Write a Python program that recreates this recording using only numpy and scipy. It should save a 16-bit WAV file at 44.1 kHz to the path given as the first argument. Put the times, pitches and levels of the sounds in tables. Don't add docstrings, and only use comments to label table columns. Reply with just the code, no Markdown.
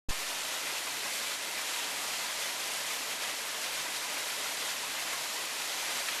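import sys
import numpy as np
from scipy import signal
from scipy.fft import rfft, irfft
from scipy.io import wavfile
from scipy.ndimage import uniform_filter1d

SR = 44100
rng = np.random.default_rng(int(sys.argv[2]) if len(sys.argv) > 2 else 0)


def generate_wav(sig):
    pcm = np.round(np.clip(np.atleast_2d(sig).T, -1, 1) * 32767).astype(np.int16)
    wavfile.write(sys.argv[1], SR, pcm)


N = 273420
TIME = np.arange(N) / SR


def gain_of(db):
    return 10 ** (np.asarray(db) / 20)


def unit_rms(x):
    return x / np.sqrt(np.mean(x ** 2) + 1e-20)


def among_rocks(sound, colour):
    # (centre [Hz], width [Hz], gain [dB])
    resonances = [(144, 12, 10.5), (275, 25, 4.5), (457, 16, 3), (483, 35, -6.5), (1030, 65, 1),
                  (1075, 45, -3), (2035, 90, 2)]
    hz = np.fft.rfftfreq(N, 1 / SR)
    colour_hz, colour_db = np.transpose(colour)
    shape_db = np.interp(np.log(hz + 1), np.log(colour_hz), colour_db)
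    walls_db = sum(peak / (1 + (2 * (hz - centre) / width) ** 2) for centre, width, peak in resonances)
    return unit_rms(irfft(rfft(sound) * gain_of(shape_db + walls_db), N))


def switch_on_thump(settle_s=0.084):
    # (time [s], size [full scale])
    jumps = [(0.0863, 0.021), (0.0900, 0.05), (0.108, -0.042)]
    offset = sum(size * (TIME >= s) * np.exp(-abs(TIME - s) / settle_s) for s, size in jumps)
    return uniform_filter1d(offset, size=20)


def wobble(slow_hz=3.5, fast_hz=16):
    rates = np.geomspace(slow_hz, fast_hz, num=30)
    return unit_rms(sum(np.sin(2 * np.pi * (hz * TIME + rng.random())) / np.sqrt(hz) for hz in rates))


def churn(patch_db, flicker_db, frames, bins):
    spectra = signal.stft(rng.standard_normal(N), nperseg=256, noverlap=192)[2].T
    streaks = uniform_filter1d(rng.standard_normal(spectra.shape), frames, axis=0)
    patches = unit_rms(uniform_filter1d(streaks, bins, axis=1))
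    flicker = unit_rms(uniform_filter1d(rng.standard_normal(len(spectra)), frames))[:, None]
    spectra *= gain_of(patch_db * patches + flicker_db * flicker)
    return unit_rms(signal.istft(spectra.T, nperseg=256, noverlap=192)[1][:N])


def impacts(per_s, spread_db):
    size = gain_of(spread_db * np.minimum(rng.exponential(1, N), 5))
    return size * rng.choice([-1., 1.], N) * (rng.random(N) < per_s / SR)


def bubbles(low_hz, high_hz, per_s, cycles, rise, spread_db=1.5, pitches=32):
    out = np.zeros(N)
    for hz in np.linspace(low_hz, high_hz, pitches) * rng.uniform(0.95, 1.04, pitches):
        turns = np.arange(int(5 * cycles * SR / hz)) * hz / SR
        age = turns / cycles
        ring = np.exp(-age) * np.sin(2 * np.pi * turns * (1 + rise * age))
        births = impacts(per_s / pitches, spread_db)
        out += signal.oaconvolve(births, ring / np.linalg.norm(ring))[:N]
    return unit_rms(out)


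def plunge(flow_db, level_db=-47.5, surge=0.3, wobble_db=0.12, bubble_db=-10):
    # (frequency [Hz], relative level [dB])
    colour = [(50, -40), (88, -31), (125, -19.5), (200, -7), (270, -7), (390, -10), (500, -3), (580, -3),
              (900, -6), (1300, -8.5), (2500, -5.5), (8000, -45)]
    gurgle = bubbles(low_hz=302.3, high_hz=1305, per_s=520, cycles=4.1, rise=0.017)
    water = churn(patch_db=1, flicker_db=1, frames=24, bins=3) + gain_of(bubble_db) * gurgle
    return among_rocks(water, colour) * gain_of(level_db + surge * flow_db + wobble_db * wobble())


def rush(flow_db, gush_db, level_db=-40.5, wobble_db=0.2, bubble_db=-4, splash_db=-10):
    # (frequency [Hz], relative level [dB])
    colour = [(100, -51), (450, -0.5), (800, 1.4), (1200, -2), (1600, -3), (2050, -1), (2600, -2),
              (3300, -4), (4300, -4.5), (6000, -13.5), (14000, -27)]
    seethe = bubbles(low_hz=902.3, high_hz=4980, per_s=1400, cycles=16.1, rise=0.015, pitches=64)
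    splash = unit_rms(impacts(per_s=750, spread_db=2))
    wash = churn(patch_db=0.5, flicker_db=0, frames=34, bins=4)
    water = wash + gain_of(bubble_db) * seethe + gain_of(splash_db) * splash
    return among_rocks(water, colour) * gain_of(level_db + flow_db + gush_db + wobble_db * wobble())


def spray(flow_db, gush_db, level_db=-37.5, surge=0.85, drop_db=-5):
    # (frequency [Hz], relative level [dB])
    colour = [(300, -48), (1500, -3.5), (3000, -0.5), (4300, -1.5), (5200, -1.5), (7300, -2), (8400, -4.5),
              (9500, -6), (11200, -6), (12300, -8.5), (13800, -13)]
    drops = unit_rms(impacts(per_s=3000, spread_db=2))
    water = churn(patch_db=0.84, flicker_db=0.5, frames=16, bins=10) + gain_of(drop_db) * drops
    return among_rocks(water, colour) * gain_of(level_db + surge * flow_db + gush_db)


def park_rumble(level_db=-69):
    # (frequency [Hz], relative level [dB])
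    colour = [(20, 4), (42, -12), (66, 1), (88, -5.5), (110, -0.5), (200, -8), (800, -27)]
    return gain_of(level_db) * among_rocks(rng.standard_normal(N), colour)


def gushes():
    # (start [s], length [s], rush swell [dB], spray swell [dB])
    spills = [(0.62, 0.16, 2, 1.2), (1.094, 0.13, -0.5, 1.2), (1.675, 0.15, 1.2, 1.5),
              (2.88, 0.1, 0.5, 1.3), (3.193, 0.17, 2.5, 0.2), (3.925, 0.07, 1.8, 2.5),
              (5.048, 0.11, 1.5, 1), (5.873, 0.064, 2, 1)]
    rush_db, spray_db = np.zeros((2, N))
    for start, length, rush_swell, spray_swell in spills:
        arch = np.sin(np.pi * np.clip((TIME - start) / length, 0, 1))
        rush_db += rush_swell * arch
        spray_db += spray_swell * arch
    return rush_db, spray_db


def slaps(relative_width=0.36, attack_s=0.0019):
    # (time [s], level before the fade [dB], cavity pitch [Hz], 60 dB decay [s])
    lumps = [(0.667, -33.5, 2300, 0.081), (0.867, -34, 1030, 0.08), (1.575, -31, 2070, .06),
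             (1.792, -34, 2050, .09), (2.132, -30, 2430, 0.053), (2.419, -32, 2870, .05),
             (3.110, -37, 1500, .04), (3.223, -35, 1800, 0.097), (3.280, -37.5, 2200, 0.18),
             (3.542, -36, 1020, 0.07), (3.960, -31, 4300, .07), (4.167, -32.5, 2000, 0.091),
             (4.622, -32, 1490, 0.067), (5.072, -31, 2100, 0.054), (5.130, -33, 1400, 0.082),
             (5.827, -32.5, 780, .06), (6.085, -27.5, 2090, 0.065)]
    out, t = np.zeros(N), TIME[:SR // 4]
    for start, db, hz, t60 in lumps:
        cavity = signal.iirpeak(hz, 1 / relative_width, fs=SR)
        splash = unit_rms(signal.lfilter(*cavity, rng.standard_normal(len(t))))
        fade = (1 - np.exp(-t / attack_s)) * np.exp(-np.log(1000) * t / t60)
        span = out[round(start * SR):][:len(t)]
        span += (gain_of(db) * fade * splash)[:len(span)]
    return out


def scene(wobble_db=0.44):
    # (time [s], level [dB])
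    surges = [(0.1, -0.5), (0.6, -0.1), (0.8, -1.2), (1.25, 1), (1.39, -1.5), (1.7, 0.3), (1.9, -0.1),
              (2.05, 0.66), (3.52, -1.0), (3.8, 1.3), (3.89, -1.3), (4.2, 0.1), (4.7, 0.9), (4.82, -1),
              (5.25, 0.2), (5.4, -0.7), (6.06, 1.3), (6.2, -0.2)]
    flow_db = np.interp(TIME, *np.transpose(surges)) + wobble_db * wobble()
    rush_gush_db, spray_gush_db = gushes()
    water = plunge(flow_db) + rush(flow_db, rush_gush_db) + spray(flow_db, spray_gush_db) + slaps()
    mono = water + park_rumble()
    return np.array([mono, mono])


def record(dry, on_s=0.086, wake_s=0.0084, cutoff_hz=13950):
    awake = np.clip((TIME - on_s) / wake_s, 0, 1)
    picked_up = dry * awake + switch_on_thump()
    lowpass = signal.firwin(1023, cutoff_hz, window=("kaiser", 8), fs=SR)
    return signal.oaconvolve(picked_up, lowpass[None], "same", axes=1)


dry = scene()
out = record(dry)
generate_wav(out)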